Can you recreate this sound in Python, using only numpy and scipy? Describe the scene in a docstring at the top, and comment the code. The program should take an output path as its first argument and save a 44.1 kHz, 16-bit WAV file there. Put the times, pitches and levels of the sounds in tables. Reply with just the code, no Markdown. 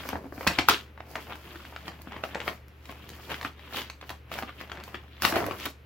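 """Sharp snaps, small crinkles and soft thuds: hands rummage in a stiff paper bag on a table in a quiet room.
Snaps are short damped rings with clicks; crinkles are thousands of tiny rings that swell with each squeeze.
Once the bag is dragged and judders: uneven jolts shake the resonances of bag and table.
Behind it an appliance hums low, made of wavering sines, over faint room air made of shaped noise."""
import sys
import numpy as np
from scipy import signal
from scipy.fft import rfft, irfft, next_fast_len
from scipy.io import wavfile
from scipy.ndimage import map_coordinates

SR = 44100
rng = np.random.default_rng(int(sys.argv[2]) if len(sys.argv) > 2 else 0)


def inscribe(sig):
    """Save sig as 16-bit PCM at rate SR to the path in sys.argv[1].

    A 1-D sig is mono; a 2-D sig holds one channel per row.
    Samples are clipped to [-1, 1] before scaling.
    """
    pcm = np.round(np.clip(np.atleast_2d(sig).T, -1, 1) * 32767)
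    wavfile.write(sys.argv[1], SR, pcm.astype(np.int16))


def convert_level_to_amplitude(level_db):
    """Map a level in decibels to its linear amplitude factor."""
    exponent = np.asarray(level_db, float) / 20
    return 10 ** exponent


N = 258008  # length in samples

# colour of skin sliding on paper, and of cracks: f/Hz, relative level/dB
SLIDE_COLOUR = [(2650, -22), (4500, -4), (6480, -10.5), (7110, -11), (8580, -14.5), (9970, -14),
                (12100, -5), (15600, -4)]


def unit(x):
    """Scale each row to rms 1."""
    return x / np.sqrt(np.mean(x ** 2, axis=-1, keepdims=True) + 1e-20)


def along(points, hz):
    """Read a curve of (Hz, value) points on a log frequency axis."""
    f, v = np.transpose(points)
    return np.interp(np.log(hz + 1), np.log(f + 1), v)


def curves(rows):
    """Give one value per sample for each column after the time."""
    s, *cols = np.transpose(rows)
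    return [np.interp(np.arange(N) / SR, s, c) for c in cols]


def wobble(rate):
    """A smooth random curve with rate knots a second."""
    knots = rng.standard_normal(int(N * rate / SR) + 4)
    return map_coordinates(knots, [np.arange(N) * rate / SR])


def filtered(x, response):
    """Multiply the spectrum of x by a response that depends on frequency."""
    m = next_fast_len(x.shape[-1] + 8192)
    spectrum = rfft(x, m) * response(np.fft.rfftfreq(m, 1 / SR))
    return irfft(spectrum, m)[..., :x.shape[-1]]


def coloured(x, spectrum):
    """Shape x by (Hz, dB) points."""
    return filtered(x, lambda hz: convert_level_to_amplitude(along(spectrum, hz)))


def paired(two):
    """Mix two unrelated signals so that left and right are as alike as at two nearby ports."""
    # left-right likeness: f/Hz, correlation
    likeness = [(60, 0.91), (180, 0.94), (550, 0.68), (1650, 0.15), (4970, 0.75), (15000, 0.054)]
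    turn = lambda hz: np.arccos(np.clip(along(likeness, hz), -1, 1)) / 2
    mid, side = filtered(two, lambda hz: np.array([np.cos(turn(hz)), np.sin(turn(hz))]))
    return np.array([mid + side, mid - side])


def place(start, shapes, pan_db, lag):
    """Add one row of samples per event; each reaches the left port lag samples after the right."""
    out = []
    for side in (1, -1):
        first = (start + np.round(side * lag / 2) + 8).astype(int)  # 8 spare samples for early arrivals
        at = first[:, None] + np.arange(shapes.shape[1])
        panned = shapes * convert_level_to_amplitude(side * pan_db / 2)[:, None]
        out.append(np.bincount(at.ravel(), panned.ravel(), N + SR)[8:N + 8])
    return np.array(out)


def ring(hz, cycles, size, rise=0.14):
    """Damped sines, one row per pitch: the swell takes about rise cycles, the decay to 1/e so many cycles."""
    turns = hz[:, None] * np.arange(size) / SR
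    return np.sin(2 * np.pi * turns) * np.exp(-turns / cycles) * (1 - np.exp(-turns / rise))


def effort():
    """Hand touch and squeezes add as power; the bag's air follows the crinkle, more so with large folds."""
    # hands between squeezes: t/s, crinkle level/dB, finger slide level re crinkle/dB, fold pitch f/Hz
    touch = [(0, -50.5, -5, 1460), (0.2, -57, -4, 920), (0.3, -66.5, 1, 653), (0.36, -50, -4, 1117),
             (0.56, -38.5, -18, 1490), (0.7, -55, -11, 1860), (0.95, -67, -15, 1190),
             (1.1, -53.5, -2.5, 1200), (1.42, -56, -3, 1560), (1.47, -48.5, -5, 1680),
             (2.0, -56.5, -8.5, 1270), (2.44, -49.5, -12, 1324), (2.62, -74, -7, 1190),
             (2.82, -68, -4, 1400), (2.86, -55, -7.5, 1383), (3.25, -50, -5, 1364), (3.45, -47, -5.5, 1586),
             (3.55, -66, -9, 1510), (3.61, -50, -12.5, 1600), (3.88, -55.5, -13, 1920),
             (3.99, -75, 3, 1300), (4.08, -56, -2.5, 1360), (4.24, -75, -10, 1290), (4.3, -60, -10, 1553),
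             (4.55, -61.5, -4.5, 1420), (4.82, -48, -16, 1240), (4.88, -55, 0.5, 1320),
             (5.03, -58, -14, 1490), (5.2, -55.5, -18, 1686), (5.43, -39.5, -10, 1002),
             (5.62, -42.5, -7, 1735), (5.7, -51.5, -1, 1540), (5.76, -92, 8.5, 1390)]
    # squeezes: peak t/s, crinkle level/dB, slide level re crinkle/dB, swell by 20 dB t/s, fade by 20 dB t/s
    # (swells and fades shorter than 0.005 s last 0.005 s)
    squeezes = [(0.01, -40, -13, 0.3, 0.15), (0.094, -40, -4, 0.1, .06), (0.155, -41.5, -27, 0.14, .1),
                (0.255, -45.5, -22.5, -0.2, .05), (0.42, -43, -8, .06, 0.17),
                (0.477, -28, -9.5, 0.02, 0.0824), (0.591, -22, -17.5, .015, 0.0366),
                (0.695, -22, -9, 0.0178, 0.0857), (1.012, -51.5, -21, .04, 0),
                (1.159, -40, -11.5, 0.02, 0.12), (1.334, -40, -15, 0.11, 0.06),
                (1.884, -45, -11, 0.14, 0.08), (2.164, -43.5, -16, 0.17, .1),
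                (2.245, -42.5, -8, .015, 0.09), (2.355, -41.5, -21, 0.06, 0.1),
                (2.484, -35, -7.5, 0.07, 0.0832), (2.917, -46, -6, .08, -0.03),
                (3.321, -33, -13, 0.0539, 0.05), (3.42, -40.5, -7, 0.02, .06),
                (3.455, -41, -12, -0.01, 0.07), (3.735, -38.5, -12, 0.02, .1),
                (3.778, -32.5, -6, .07, 0.09), (4.025, -44, -25, 0, 0.02), (4.103, -40, -5, 0.01, 0.05),
                (4.326, -35, -11, 0.0252, 0.09), (4.389, -42.5, -1, .05, 0.08),
                (4.485, -41.5, -24, 0.03, .06), (4.614, -42.5, -11.5, 0.07, 0.07),
                (4.722, -42.5, -17, 0.03, 0.06), (4.952, -42.5, -18, 0.05, 0.03),
                (5.226, -33.5, 2, 0.0134, .1), (5.252, -22, -14, 0.03, 0.05),
                (5.291, -36.5, 0, 0.0635, 0.18), (5.373, -29.5, -10.5, 0.1056, 0.11),
                (5.66, -36, -6.5, 0.06, -0.02)]
    touch_db, rel_touch_db, fold_hz = curves(touch)
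    crinkle, slide = convert_level_to_amplitude(2 * touch_db), convert_level_to_amplitude(2 * (touch_db + rel_touch_db))  # powers
    t = np.arange(N) / SR
    for s, db, rel_db, swell_s, fade_s in squeezes:
        away = np.maximum((t - s) / max(fade_s, .005), (s - t) / max(swell_s, .005))
        power = convert_level_to_amplitude(2 * (db - 20 * away))
        crinkle = crinkle + power
        slide = slide + power * convert_level_to_amplitude(2 * rel_db)
    crinkle_db = 10 * np.log10(crinkle)
    # -53.5 dB of air goes with -45 dB of crinkle at 1400 Hz; each octave lower adds 7 dB
    body_db = -53.5 + 0.58 * (crinkle_db + 45) - 7 * np.log2(fold_hz / 1400)
    return crinkle_db, 10 * np.log10(slide), body_db, fold_hz


def creases(crinkle_db, fold_hz):
    """List the large snaps, and lesser ones at random whose size and pitch follow the handling."""
    # creases that buckle: t/s, level/dB, panel pitch f/Hz, crack level re snap/dB, thud level re snap/dB
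    large = [(0.054, -33, 686, -26, -4), (0.09, -24, 1060, 2.5, 1), (0.131, -19.5, 797, -37, 2.5),
             (0.156, -26, 900, -38, 6.5), (0.243, -37, 635, -25, 6), (0.257, -41, 800, -27, 14),
             (0.324, -32, 593, -16, 1.5), (0.379, -27.5, 730, -32.5, 5), (0.41, -24.5, 960, -28.5, -24),
             (0.468, -14.5, 970, -38.5, -11), (0.473, -10.5, 2440, -6, 0.5), (0.477, -10.5, 2220, -13, -28),
             (0.588, -8, 1850, -27.5, -3.5), (0.596, -17, 1300, -29, -24), (0.687, -4.5, 1300, -1, -37),
             (0.694, -13, 1810, 0.5, -25), (0.698, -8, 2450, -27.5, -8), (0.702, -15, 1440, -22, -19),
             (0.709, -18, 2500, -19, -1), (0.977, -38, 1130, -39.5, -9), (1.005, -29, 1110, -24.5, -19),
             (1.156, -20.5, 1660, -38.5, -33), (1.324, -28.5, 1140, -27, -17), (1.356, -35.5, 1490, 0, -33),
             (1.558, -33.5, 1360, -10, 5), (1.652, -33, 1600, -29, -20), (1.725, -38, 860, -32, -19.5),
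             (1.763, -25.5, 1370, -31.5, -18.5), (1.881, -24.5, 1830, -33, -3), (2.019, -46, 2180, 12, -22),
             (2.073, -32, 620, -28, -2), (2.122, -28.5, 1320, -22, -7), (2.165, -28.5, 1070, -30, 2),
             (2.238, -19, 1340, -23.5, -26), (2.252, -30, 1210, -19, -21), (2.348, -23.5, 1850, -30, -17),
             (2.356, -20.5, 824, -33, -20), (2.403, -25.5, 1900, -33, 0.5), (2.416, -27, 1400, -34, -16),
             (2.479, -16, 1220, -25.5, -5), (2.683, -52, 1400, 8, -10), (2.856, -37.5, 2430, -5, -20),
             (2.895, -29, 1080, -35, -2.5), (2.924, -35, 1130, -11, -15.5), (3.092, -37, 3000, 1, -20.5),
             (3.102, -37, 3370, -6, 5), (3.309, -27.5, 1110, -28, -19), (3.318, -25.5, 1530, -27, -26),
             (3.413, -28, 1760, -15, -18), (3.449, -19.5, 1300, -36, -1.5), (3.745, -27.5, 1210, -21, -26),
             (3.771, -24.5, 2100, -7, -20), (3.758, -38.5, 2060, -2.5, -5), (3.786, -27.5, 1900, -21, -20),
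             (3.818, -28, 2120, -18, -25), (3.9, -27.5, 2100, -7, -19), (4.013, -33.5, 1990, -19, -26),
             (4.04, -39, 1450, -24, -14), (4.094, -26.5, 1860, -9, -20), (4.103, -27.5, 1690, -22, -14),
             (4.317, -25, 1185, -10.5, -17), (4.34, -27, 2150, -18, -26), (4.388, -21.5, 1480, -13.5, -22),
             (4.425, -22, 1210, -31, -16), (4.433, -27.5, 1150, -26, 5), (4.493, -30, 1190, -28.5, -18),
             (4.612, -27, 1350, -27, -4), (4.698, -34, 1530, -18, -17), (4.718, -24.5, 1500, -23.5, -7),
             (4.801, -35, 1800, -29, -2), (4.838, -34.5, 2800, -5, -25), (4.879, -35, 1010, -19, -2.5),
             (4.945, -25.5, 1320, -42.5, 0), (4.953, -31, 1450, -36, -2), (5.222, -20, 1560, 7.5, -5),
             (5.251, -8, 1870, -1.5, -11.5), (5.273, -25, 1140, -14, -3), (5.325, -22, 1100, -23, 1),
             (5.359, -16.5, 1440, -23, -24.5), (5.419, -26.5, 746, -24, -8),
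             (5.442, -24.5, 1120, -22.5, -0.5), (5.465, -29, 695, 1.5, 2), (5.511, -22.5, 1100, -22, 2.5),
             (5.656, -27.5, 1590, 5, 0), (5.66, -21.5, 2250, -1, -18), (5.665, -24.5, 1140, -9, 1.5)]
    minor_per_s = 24
    luck = rng.random((round(minor_per_s * N / SR), 5))
    at = (luck[:, 0] * (N - 1)).astype(int)
    minor_db = crinkle_db[at] + 7 - 2 * np.log(luck[:, 1] + 0.012)  # a few much louder than the rest
    minor_hz = fold_hz[at] * 2 ** (luck[:, 2] - .5)
    crack_db = -27 + 16 * (luck[:, 3] - .5)
    thud_db = -12 + 16 * (luck[:, 4] - .5)
    rows = np.hstack([np.transpose(large), [at / SR, minor_db, minor_hz, crack_db, thud_db]])
    pan_db = 2.5 * rng.standard_normal(rows.shape[1])  # creases lie scattered left and right
    return *rows, pan_db


def snaps(s, db, hz, crack_db, thud_db, pan_db):
    """A crease pops through: its panel rings briefly, the edge cracks, the bag's air thuds."""
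    luck = rng.standard_normal((len(s), 5))
    size = 1024
    t = np.arange(size) / SR
    noise = rng.standard_normal((len(s), 2, size))
    burst = lambda life: t / life * np.exp(1 - t / life)

    panel = ring(hz, 1.4, size, rise=.6)
    panel = panel + .6 * ring(hz * 1.8 * convert_level_to_amplitude(luck[:, 0]), 1.5, size, rise=.8)
    panel = panel + .5 * ring(hz * 0.608 * convert_level_to_amplitude(luck[:, 1]), 1.18, size, rise=0.2)
    # neighbouring folds of like size let go with it
    near = lambda f: np.exp(-(np.log((f + 1) / (0.99 * hz[:, None])) / .95) ** 2)
    flutter = unit(filtered(noise[:, 0], near)) * burst(0.0013)

    bag_air = ring(310 * convert_level_to_amplitude(1.76 * luck[:, 2]), 0.95, size, rise=0.72)
    table_top = ring(95 + 0 * hz, 0.78, size, rise=0.19)
    thud = bag_air + 0.24 * table_top
    body = convert_level_to_amplitude(db + 4.5)[:, None] * (panel + 0.25 * flutter) + convert_level_to_amplitude(db + thud_db + 2.0)[:, None] * thud

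    click = coloured(1. * (np.arange(size) == 36), SLIDE_COLOUR)  # the fibres break in one instant
    fray = unit(coloured(noise[:, 1], SLIDE_COLOUR)) * burst(.0007)
    edge = click / np.abs(click).max() + .22 * fray
    crack = convert_level_to_amplitude(db + crack_db + 5.5)[:, None] * edge

    lag = -1.1 + 1.8 * luck[:, 3]
    start = np.maximum(s - .0008, 0) * SR  # the swell begins just before the peak
    return place(start, body, pan_db, lag) + place(start, crack, pan_db, lag)


def crinkles(per_s, spread_db, centre_hz, cycles, spectrum, clump_db, tension_db):
    """Tiny folds ring at random, in clumps, a few much larger than the rest; tighter paper rings higher."""
    luck = rng.random((round(per_s * N / SR), 4))
    start = luck[:, 0] * N
    at = start.astype(int)
    size = convert_level_to_amplitude(-spread_db * np.log(luck[:, 1] + 1e-4) + clump_db * wobble(45)[at])
    hz = np.clip(centre_hz * 4 ** (luck[:, 2] - .5) * convert_level_to_amplitude(tension_db[at]), 200, SR / 2.2)
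    shapes = (size * np.sqrt(hz / centre_hz))[:, None] * ring(hz, cycles, size=128)
    grains = place(start, shapes, 0 * start, -1 + 11 * (luck[:, 3] - .5))
    # undo the grains' mean colour before giving them the paper's
    flat = lambda hz: 1 / (np.abs(hz * centre_hz / (hz ** 2 + centre_hz ** 2)) + 0.14)
    return unit(coloured(filtered(grains, flat), spectrum))


def handling(crinkle_db, slide_db, body_db, fold_hz):
    """Paper crinkles, fingers slide on it, and the air in the bag is pushed about."""
    # crinkling paper: f/Hz, relative level/dB
    paper_colour = [(180, -10), (300, 3), (694, 1), (774, -2), (1540, -4), (1810, -3), (2490, -1.5),
                    (3320, 0.5), (8000, -24.5), (10400, -40.5), (17600, -120)]
    # air in the bag: f/Hz, relative level/dB
    air_colour = [(90, -26), (150, 14.5), (250, 8.5), (420, 5.5), (700, -32.5)]
    tension_db = 28 * np.log10(fold_hz / 1400) + 1.5 * wobble(35)  # slack handling folds large, low panels
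    paper = crinkles(3200, spread_db=2.3, centre_hz=1600, cycles=1.3, spectrum=paper_colour,
                     clump_db=2.1, tension_db=tension_db)
    skin = crinkles(6000, spread_db=2.1, centre_hz=9000, cycles=.6, spectrum=SLIDE_COLOUR,
                    clump_db=1.6, tension_db=0 * tension_db)
    air = unit(paired(coloured(rng.standard_normal((2, N)), air_colour))) * convert_level_to_amplitude(1.5 * wobble(30))
    return convert_level_to_amplitude(crinkle_db) * paper + convert_level_to_amplitude(slide_db) * skin + convert_level_to_amplitude(body_db) * air


def drag():
    """The bag sticks and slips: uneven jolts set the bag and the table top ringing."""
    # the dragged bag: t/s, slip rate f/Hz, level/dB
    slips = [(5.315, 330, -70), (5.327, 335, -33), (5.36, 338, -31), (5.4, 343, -32), (5.415, 102, -35),
             (5.46, 98, -36), (5.5, 95, -41), (5.53, 90, -70)]
    # resonances of bag and table: f/Hz, width f/Hz, level/dB
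    resonances = [(92, 30, 7), (335, 60, 4), (680, 80, -1), (1000, 200, -11), (1850, 300, -9)]
    rate_hz, level_db = curves(slips)
    count = np.floor(np.cumsum(rate_hz * convert_level_to_amplitude(.12 * wobble(150))) / SR)
    jolts = np.diff(count, prepend=0) * convert_level_to_amplitude(1.8 * wobble(330)) / np.sqrt(rate_hz)

    def modes(f):
        """Sum resonances of alternating sign."""
        return sum((-1) ** k * convert_level_to_amplitude(db) * 1j * f * w / (c * c - f * f + 1j * f * w)
                   for k, (c, w, db) in enumerate(resonances))

    moving = level_db > -69
    judder = convert_level_to_amplitude(level_db) * unit(filtered(jolts, modes)) * moving
    return np.array([np.roll(judder, 10) * convert_level_to_amplitude(-2.5), judder * convert_level_to_amplitude(1.0)])  # left later and softer


def room(x):
    """Each frequency dies at its own speed; every short stretch of sound finds its own echoes."""
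    # echo decay: f/Hz, time to fall by 60 dB t/s
    decay = [(150, 0.22), (600, 0.19), (2500, 0.18), (8000, 0.25), (15000, 0.053)]
    out, step = np.zeros((2, N + SR)), SR // 12
    for start in range(0, N, step):
        hz, t, z = signal.stft(paired(rng.standard_normal((2, SR // 3))), SR, nperseg=256)
        fading = z * convert_level_to_amplitude(-60 * t / along(decay, hz)[:, None])
        tail = signal.istft(fading, SR, nperseg=256)[1]
        wet = signal.fftconvolve(x[None, start:start + step], tail / np.linalg.norm(tail[0]), axes=1)
        out[:, start + 150:][:, :wet.shape[1]] += wet  # echoes come 150 samples late
    return out[:, :N]


def background():
    """Shaped noise makes quiet room air; sines of wavering pitch and level make the low hum."""
    # quiet room air: f/Hz, relative level/dB
    room_air = [(15, -35.5), (28, -21.5), (50, 2), (75, -8), (110, -1), (166, -12.5), (476, -12),
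                (754, -20), (1290, -18.5), (2690, -20.5), (8140, -48.5), (10100, -46.5), (12200, -36),
                (16000, -41.5)]
    # hum tones: f/Hz, level/dB, pitch waver f/Hz
    tones = [(73.4, -52, 1.53), (120.3, -62, 2.8)]
    t = np.arange(N) / SR
    hum = 0
    for hz, db, waver_hz in tones:
        swell = convert_level_to_amplitude(1.4 * wobble(14))
        turns = hz * t + np.cumsum(waver_hz * wobble(25)) / SR
        hum = hum + convert_level_to_amplitude(db + 6.0) * swell * np.sin(2 * np.pi * turns)
    return hum + convert_level_to_amplitude(-55.5) * unit(paired(coloured(rng.standard_normal((2, N)), room_air)))


def scene():
    """The bag, its echoes and the background."""
    crinkle_db, slide_db, body_db, fold_hz = effort()
    sharp = snaps(*creases(crinkle_db, fold_hz)) + drag()
    soft = handling(crinkle_db, slide_db, body_db, fold_hz)
    echoes = room(convert_level_to_amplitude(-6.5) * sharp[0] + convert_level_to_amplitude(-11.5) * soft[0])
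    return sharp + soft + echoes + background()


def top_cut(x):
    """Nothing passes above the cut-off."""
    return signal.sosfilt(signal.butter(12, 16990, fs=SR, output="sos"), x)


def record(dry):
    """Two ports of unequal colour, weak in the lowest bass and the highest treble, with a soft ceiling."""
    # how the ports differ: f/Hz, left over right level/dB
    balance = [(60, 1), (300, -0.5), (700, 1.5), (1300, 2), (3000, 2), (5500, -0.5), (7000, -4), (8500, -1),
               (10500, -10.5), (12000, -8), (15000, 4.5)]
    band = lambda hz: (1j * hz / (46 + 1j * hz)) ** 2 * np.where(hz < 15850, 1, convert_level_to_amplitude(-32))
    ports = filtered(dry, lambda hz: band(hz) * convert_level_to_amplitude(np.outer([.5, -.5], along(balance, hz))))
    mix = ports / (1 + np.abs(ports / .97) ** 6) ** (1 / 6)  # the loudest peaks are rounded off
    return top_cut(mix)


dry = scene()
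out = record(dry)
inscribe(out)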